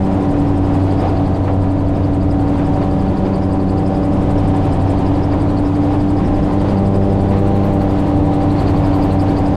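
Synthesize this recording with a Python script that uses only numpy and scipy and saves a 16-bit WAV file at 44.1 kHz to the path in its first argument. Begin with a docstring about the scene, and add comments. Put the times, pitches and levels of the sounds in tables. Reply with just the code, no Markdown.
"""In the open cockpit of a small cruising gyrocopter, a three-blade pusher propeller drones: a harmonic series of tones.
A geared four-cylinder engine adds the tones of its camshaft rate, strongest at the firing rate.
The two-blade rotor swishes overhead: pulses of pressure, bands of noise on moving centres and a tick each turn.
The airstream, octave bands of shaped noise with short rough puffs, buffets a small microphone.
A limiter turns down the loud moments."""
import sys
import numpy as np
from scipy import signal
from scipy.fft import rfft, irfft, next_fast_len
from scipy.io import wavfile
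from scipy.ndimage import uniform_filter1d, minimum_filter1d

SR = 44100
rng = np.random.default_rng(int(sys.argv[2]) if len(sys.argv) > 2 else 0)


def to_wav(s):
    """Save 16-bit WAV."""
    ch = np.atleast_2d(s).T  # columns
    pcm = np.round(np.clip(ch, -1, 1) * 32767)  # PCM
    wavfile.write(sys.argv[1], SR, pcm.astype(np.int16))


def level_to_linear(level):
    """Convert decibel levels to linear amplitude factors, elementwise."""
    exponent = np.asarray(level, float) / 20
    return 10 ** exponent


N = 421574  # samples


def walk(rate):
    """Random modulation: levels held for 1 / rate s and slewed twice, with a spread near 0.76."""
    hold = int(SR / rate)
    steps = np.repeat(rng.standard_normal(N // hold + 1), hold)
    return 1.02 * uniform_filter1d(uniform_filter1d(steps, hold), hold)[:N]


def curves(table):
    """Linear interpolation: the columns of a table joined by straight lines in time."""
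    s, *columns = np.transpose(table)
    return [np.interp(np.arange(N) / SR, s, column) for column in columns]


def bumps(table):
    """Gaussian modulation: bell-shaped swells in dB, summed; the half length is the bell's deviation."""
    t = np.arange(N) / SR
    return sum(db * np.exp(-.5 * ((t - s) / half) ** 2) for s, half, db in table)


def noise(shape):
    """Spectral shaping: noise of rms 1 whose relative gain at each frequency is shape(Hz)."""
    size = next_fast_len(N)
    hz = np.maximum(np.arange(size // 2 + 1) * SR / size, 1)
    x = irfft(rfft(rng.standard_normal(size)) * shape(hz), size)[:N]
    return x / x.std()


def tone(turns, db, wobble_db):
    """Amplitude and phase modulation: turbulence shakes a sine about its rms level db."""
    level_db = db + wobble_db * (walk(6) + .6 * walk(18))
    phase = 2 * np.pi * turns + 0.18 * wobble_db * walk(9)
    return np.sqrt(2) * level_to_linear(level_db) * np.cos(phase)


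# short rough puffs of air on the microphone, and the swell of the airstream with each:
# (time [s], relative level [dB], lift of the airstream before band weighting [dB])
PUFF_EVENTS = [(0.3376, -22, 2), (1.0394, -24, 5), (1.477, -20, 6.5), (1.6402, -23, 1.5), (1.9609, -26, 2),
               (2.596, -21, 2.5), (2.8154, -22, 4), (3.25, -31, 5), (3.3248, -23, 1), (3.8, -27, 1.5),
               (5.3294, -22, 5), (5.9179, -20, 4), (6.195, -30, 2.5), (6.2794, -20, 0.5), (6.42, -30, -1.5),
               (7.3194, -27, 5.5), (7.8101, -28, 1), (8.7954, -21.5, 0.5)]


def puffs():
    """Transient turbulence: bursts of grainy mid noise that decay exponentially in a few hundredths of a second."""
    t = np.arange(N) / SR
    envelope = 0
    for s, db, _ in PUFF_EVENTS:
        decay = np.exp(-np.maximum(t - s, 0) / 0.014)
        rise = np.clip((t - s) / .003, 0, 1)
        envelope = envelope + level_to_linear(db) * decay * rise
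    grain = level_to_linear(3.3 * walk(300))
    mids = noise(lambda f: 1 / (1 + (f / 1800) ** 4) * f / (f + 700))
    return envelope * grain * mids * 0.26


# spectrum of the airstream: (frequency [Hz], relative density [dB per Hz])
AIR_SPECTRUM = [(15, -4), (35, -0.5), (100, -1), (165, -2.5), (240, -6.5), (290, -2.5), (370, -8.5),
                (470, -11.5), (750, -13), (1000, -18.5), (1400, -30), (2500, -36), (3600, -40.5),
                (5500, -50), (8000, -54.5), (11000, -60), (15000, -84)]
# slow swell of the airstream, before band weighting: (time [s], level [dB])
GUST_SWELL = [(0.0, -0.5), (0.67, 0.5), (1.0, 1.5), (1.35, -4), (2.2, -5), (2.55, -1), (3.4, -4), (4.0, -2),
              (4.82, 2), (5.5, -2), (6.3, 1), (7.3, 1), (7.75, 2.5), (8.3, 2), (8.9, 4.5), (9.56, 1.5)]
# low buffets that shake the microphone, before band weighting: (middle [s], half length [s], level [dB])
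LOW_BUFFETS = [(0.35, 0.2, 4), (2.3, .8, 4), (4.2, 0.11, 4.5), (4.9, .6, 5), (6.35, 0.23, 8.5),
               (7.3, 0.17, 6.5), (7.85, 0.093, 7), (8.22, .12, 9), (8.75, 0.17, 5), (9.45, .3, 4)]


def air(blades, passes):
    """Band-wise modulated flow noise: gusts shake the mids, the propeller chops them, the rotor sweeps the treble."""
    air_db = -17  # rms of the whole airstream
    lift_delay_s, lift_s = 0.011, 0.021
    hz, density_db = np.transpose(AIR_SPECTRUM)
    gust_db = curves(GUST_SWELL)[0] + .9 * walk(9)
    lift_db = bumps([(s + lift_delay_s, lift_s, db) for s, _, db in PUFF_EVENTS])
    rumble_db = bumps(LOW_BUFFETS) - 3.5 + .8 * walk(10)
    eddy_db = 0.64 * walk(14) + 0.37 * walk(50)
    out = 0
    for centre in 16 * 2. ** np.arange(11):
        def shape(f):
            octaves = np.clip(np.log2(f / centre), -1, 1)
            density = level_to_linear(np.interp(np.log(f), np.log(hz), density_db, right=-120))
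            return density * np.cos(np.pi / 2 * octaves)
        power = np.sum(shape(np.arange(1, SR / 2)) ** 2)
        # how strongly gusts, puffs and buffets act on this octave
        grip = np.exp(-.5 * (np.log2(centre / 2200) / 2.47) ** 2)
        puffed = np.exp(-.5 * (np.log2(centre / 1400) / 1.2) ** 2)
        low = 0.78 / (1 + (centre / 110) ** 3)
        chop_depth = 0.25 * np.exp(-np.log2(centre / 800) ** 2)
        chop = 1 + chop_depth * np.cos(2 * np.pi * blades)
        sweep_db = 2.8 * min((centre / 10000) ** 2, 1.3) * np.cos(2 * np.pi * (passes - .12))
        swell_db = grip * (0.74 * gust_db + eddy_db) + puffed * lift_db + low * rumble_db
        level_db = swell_db + sweep_db + 0.5 * walk(4)
        out = out + np.sqrt(power) * noise(shape) * chop * level_to_linear(level_db)
    return out * level_to_linear(air_db) / out.std()


# pressure pulse of the blade passes: (rms at the pass rate [dB], rms at its octave [dB])
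THUMP_LEVELS = (-35.5, -35)
# how hard the blade tips work, levels before the swish envelope:
# (time [s], whistle centre [Hz], whistle level [dB], hiss level [dB])
TIP_NOISE = [(0.0, 4950, -57, -58.5), (0.6, 4830, -54, -59), (1.0, 4800, -46, -56),
             (1.27, 4400, -50, -67.5), (1.6, 4600, -54, -57.5), (2.0, 4780, -51.5, -64),
             (2.4, 4682, -52, -57), (2.95, 4900, -51.5, -65), (3.6, 4620, -47, -57.5),
             (4.2, 5026, -54, -57), (4.7, 4950, -51, -50), (5.2, 4750, -49, -59.5),
             (6.4, 4830, -49.5, -57.5), (7.0, 4700, -47.5, -54.5), (7.6, 4242, -50.5, -57.5),
             (8.35, 4157, -51, -58), (8.55, 4250, -42.5, -55), (9.35, 4800, -44, -53),
             (9.56, 4770, -50, -61)]
# spells in which the sizzle grows and reaches higher: (middle [s], half length [s], level [dB])
SIZZLE_SPELLS = [(7.68, .28, 10), (9.0, .26, 8.5), (8.2, .5, 2.5)]
# deviation from pass to pass: (whistle centre [Hz], whistle [dB], hiss [dB], sizzle [dB])
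SCATTER = (190, 1, 2.2, 1.1)
# swish of a passing blade, one row each for whistle, hiss and sizzle:
# (bandwidth [Hz], delay [passes], length [passes], floor between passes [share of the bell])
SWISH_BANDS = [(805, -0.044, 0.091, .22), (2600, 0.11, 0.1, .16), (6500, .15, .13, .12)]


def rotor(passes):
    """Periodic blade-passage noise: each pass whistles, then hisses; one blade adds a tick, and the pressure pulses."""
    hiss_hz, sizzle_top_hz = 8230, 12800
    tick_hz, tick_db = 8260, -53.5  # means; peak level
    out = sum(tone(k * passes, db, wobble_db=1.1) for k, db in enumerate(THUMP_LEVELS, 1))
    whistle_hz, whistle_db, hiss_db = curves(TIP_NOISE)
    # -67 dB at a hiss of -57 dB, following 0.6 of the hiss changes
    sizzle_db = -67 + .6 * (hiss_db + 57) + bumps(SIZZLE_SPELLS)
    chance = rng.standard_normal((int(passes[-1]) + 2, 4)) * SCATTER
    # the louder the sizzle, the higher it reaches
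    sizzle_hz = sizzle_top_hz + 260 * (sizzle_db - sizzle_db.max())
    pass_whistle_hz = whistle_hz + chance[np.round(passes).astype(int), 0]
    centres = pass_whistle_hz, np.full(N, hiss_hz), sizzle_hz
    layers = zip((whistle_db, hiss_db, sizzle_db), chance.T[1:], centres, SWISH_BANDS)
    for level_db, scatter_db, hz, (width, delay, length, steady) in layers:
        nearest = np.clip(np.round(passes - delay).astype(int), 0, len(chance) - 1)
        bell = np.exp(-.5 * ((passes - delay - nearest) / length) ** 2)
        flutter = level_to_linear(1.4 * walk(70) + 1.4 * walk(40))  # the tip vortex flutters
        envelope = (steady + bell) * flutter
        # low noise lifted onto a moving centre
        carrier = np.exp(2j * np.pi * np.cumsum(hz) / SR)
        a, b = (noise(lambda f: 1 / (1 + (2 * f / width) ** 4)) for _ in range(2))
        band = a * carrier.real + b * carrier.imag
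        out = out + level_to_linear(level_db + scatter_db[nearest]) * envelope * band
    # one tick per turn of two passes, its size and pitch drawn anew each turn
    turn = np.floor(passes / 2).astype(int)
    size, pitch = rng.standard_normal((turn.max() + 1, 2))[turn].T
    bell = np.exp(-.5 * ((passes - 2 * turn - 1.09) / 0.037) ** 2)
    ring = np.sin(2 * np.pi * np.cumsum(tick_hz * (1 + .012 * pitch)) / SR)
    return out + level_to_linear(tick_db + 3.2 * size) * bell * ring


# unequal cylinders and valve gear: (multiple of camshaft rate, rms level [dB])
ENGINE_TONES = [(7, -38), (8, -32.5), (11, -47), (12, -63), (13, -39.5), (16, -42), (17, -58.5), (18, -60),
                (23, -64), (24, -55), (26, -45.5), (28, -52.5), (30, -56.5), (34, -60.5), (36, -55.5),
                (37, -57.5), (40, -62), (44, -57), (46, -63.5), (48, -64), (51, -63), (53, -65.5)]


def engine(blades, load_db):
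    """Four-stroke periodicity: four firings per camshaft turn, with weaker tones at other multiples of its rate."""
    cam = blades * 2.43 / 6  # gearbox 2.43, two crank turns a cycle, three blades
    firing = tone(4 * cam, -28 + load_db, wobble_db=1.0)
    rest = sum(tone(k * cam + rng.random(), db, wobble_db=2.5) for k, db in ENGINE_TONES)
    return firing + rest


# 1st to 8th blade tone: (rms level at zero inflow, load and waver [dB], slope [dB per unit of inflow],
# share of load [dB per dB], share of waver [dB per dB])
LOWER_BLADE_TONES = [(-19, -0.2, .1, 1.03), (-24.5, 7, .05, .3), (-20.5, -4.5, 0.48, 0.17),
                     (-35.5, 9.5, .6, 0.56), (-37.5, 6, 1.22, 0.7), (-32.5, 5.5, 0.52, 0),
                     (-41, -7.5, .1, 2.5), (-31.5, .5, 0.78, 0.25)]
# steady upper blade tones: (multiple of blade rate, rms level [dB])
UPPER_BLADE_TONES = [(9, -56.5), (10, -45), (11, -53.5), (12, -57), (13, -51), (14, -60), (15, -58),
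                     (16, -58), (17, -61.5), (18, -61), (20, -65.5)]


def propeller(blades, inflow, load_db, waver_db):
    """Harmonics of the blade rate: one pressure peak per blade, its higher tones smeared out behind it."""
    levels = list(UPPER_BLADE_TONES)
    for k, (db, slope_db, share, sway) in enumerate(LOWER_BLADE_TONES, 1):
        levels.append((k, db + slope_db * inflow + share * load_db + sway * waver_db))
    out = 0
    for k, db in levels:
        smear = 0.02593 * k ** 2  # turns
        out = out + tone(k * blades - smear, db, wobble_db=1.26 + 0.044 * k)
    return out


# inflow shifts the weight between the blade tones; load also lifts the engine firing; waver acts most on tones 1 and 7:
# (time [s], blade rate [Hz], inflow [signed, about -1 to 1], load [dB], waver [dB])
PROPELLER_STATE = [(0.0, 95.6, .8, 1, -0.5), (0.4, 95.5, -0.45, 0.5, -2.5), (0.8, 94.96, -.3, -1.5, 2),
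                   (1.2, 95.1, -0.47, -4, 1), (1.6, 94.52, -0.58, -6, 1), (2.0, 95.25, -0.66, -8, 0),
                   (2.4, 94.85, -0.31, -2, 1), (2.8, 95.46, -0.14, 1.5, -2.5), (3.2, 95.62, 0.81, -4, -3),
                   (3.6, 95.5, 0.35, 0, -2), (4.0, 95.97, 0.46, 0.5, -4), (4.4, 95.93, -0.071, 3.5, 0),
                   (4.8, 95.25, -0.28, -0.5, 3), (5.3, 95.62, -0.59, -3.5, -1.5),
                   (5.6, 96.4, -.9, -1.5, -2.5), (6.0, 97.44, -1.06, -3, 0.5), (6.4, 97.73, -0.18, 3.5, -4),
                   (6.8, 97.9, 0.97, -1, 2.5), (7.2, 97.8, 0.7, 3, 3), (7.6, 98.6, 0.67, 3.5, 2),
                   (8.0, 97.23, 0, 4.5, -2), (8.4, 97.2, -0.066, 7, -3), (8.8, 96.02, -0.54, 4, 1.5),
                   (9.2, 96.23, -.1, 4, 0.5), (9.56, 96.35, 0.38, 1.5, -4.5)]
# the rotor's clock: (time [s], blade passes so far [count])
ROTOR_CLOCK = [(-0.043, 0), (1.09, 13), (1.707, 20), (2.05, 24), (2.4, 28), (4.217, 49), (5.583, 65),
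               (7.209, 84), (9.641, 112)]


def scene():
    """Superposition: the pressures of all sources add at one microphone in the open air."""
    blade_hz, inflow, load_db, waver_db = curves(PROPELLER_STATE)
    blades = np.cumsum(blade_hz) / SR
    passes, = curves(ROTOR_CLOCK)
    wind = puffs() + air(blades, passes)
    machine = engine(blades, load_db) + propeller(blades, inflow, load_db, waver_db)
    return (wind + rotor(passes) + machine)[None]


def low_pass(x):
    """Removes everything above the highest recorded frequency."""
    return signal.sosfilt(signal.butter(12, 15640, fs=SR, output="sos"), x)


def record(dry):
    """Peak limiting: the peaks within about 11 ms either side set the gain; the ends fade over 4 ms."""
    peaks = uniform_filter1d(-minimum_filter1d(-np.abs(dry), size=500), size=500)
    gain = level_to_linear(3.0) / (1 + (peaks / 0.41) ** 2) ** 0.4
    to_end = np.minimum(np.arange(N), np.arange(N)[::-1])
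    mix = dry * gain * np.minimum(to_end / (.004 * SR), 1)
    return low_pass(mix)


dry = scene()
out = record(dry)
to_wav(out)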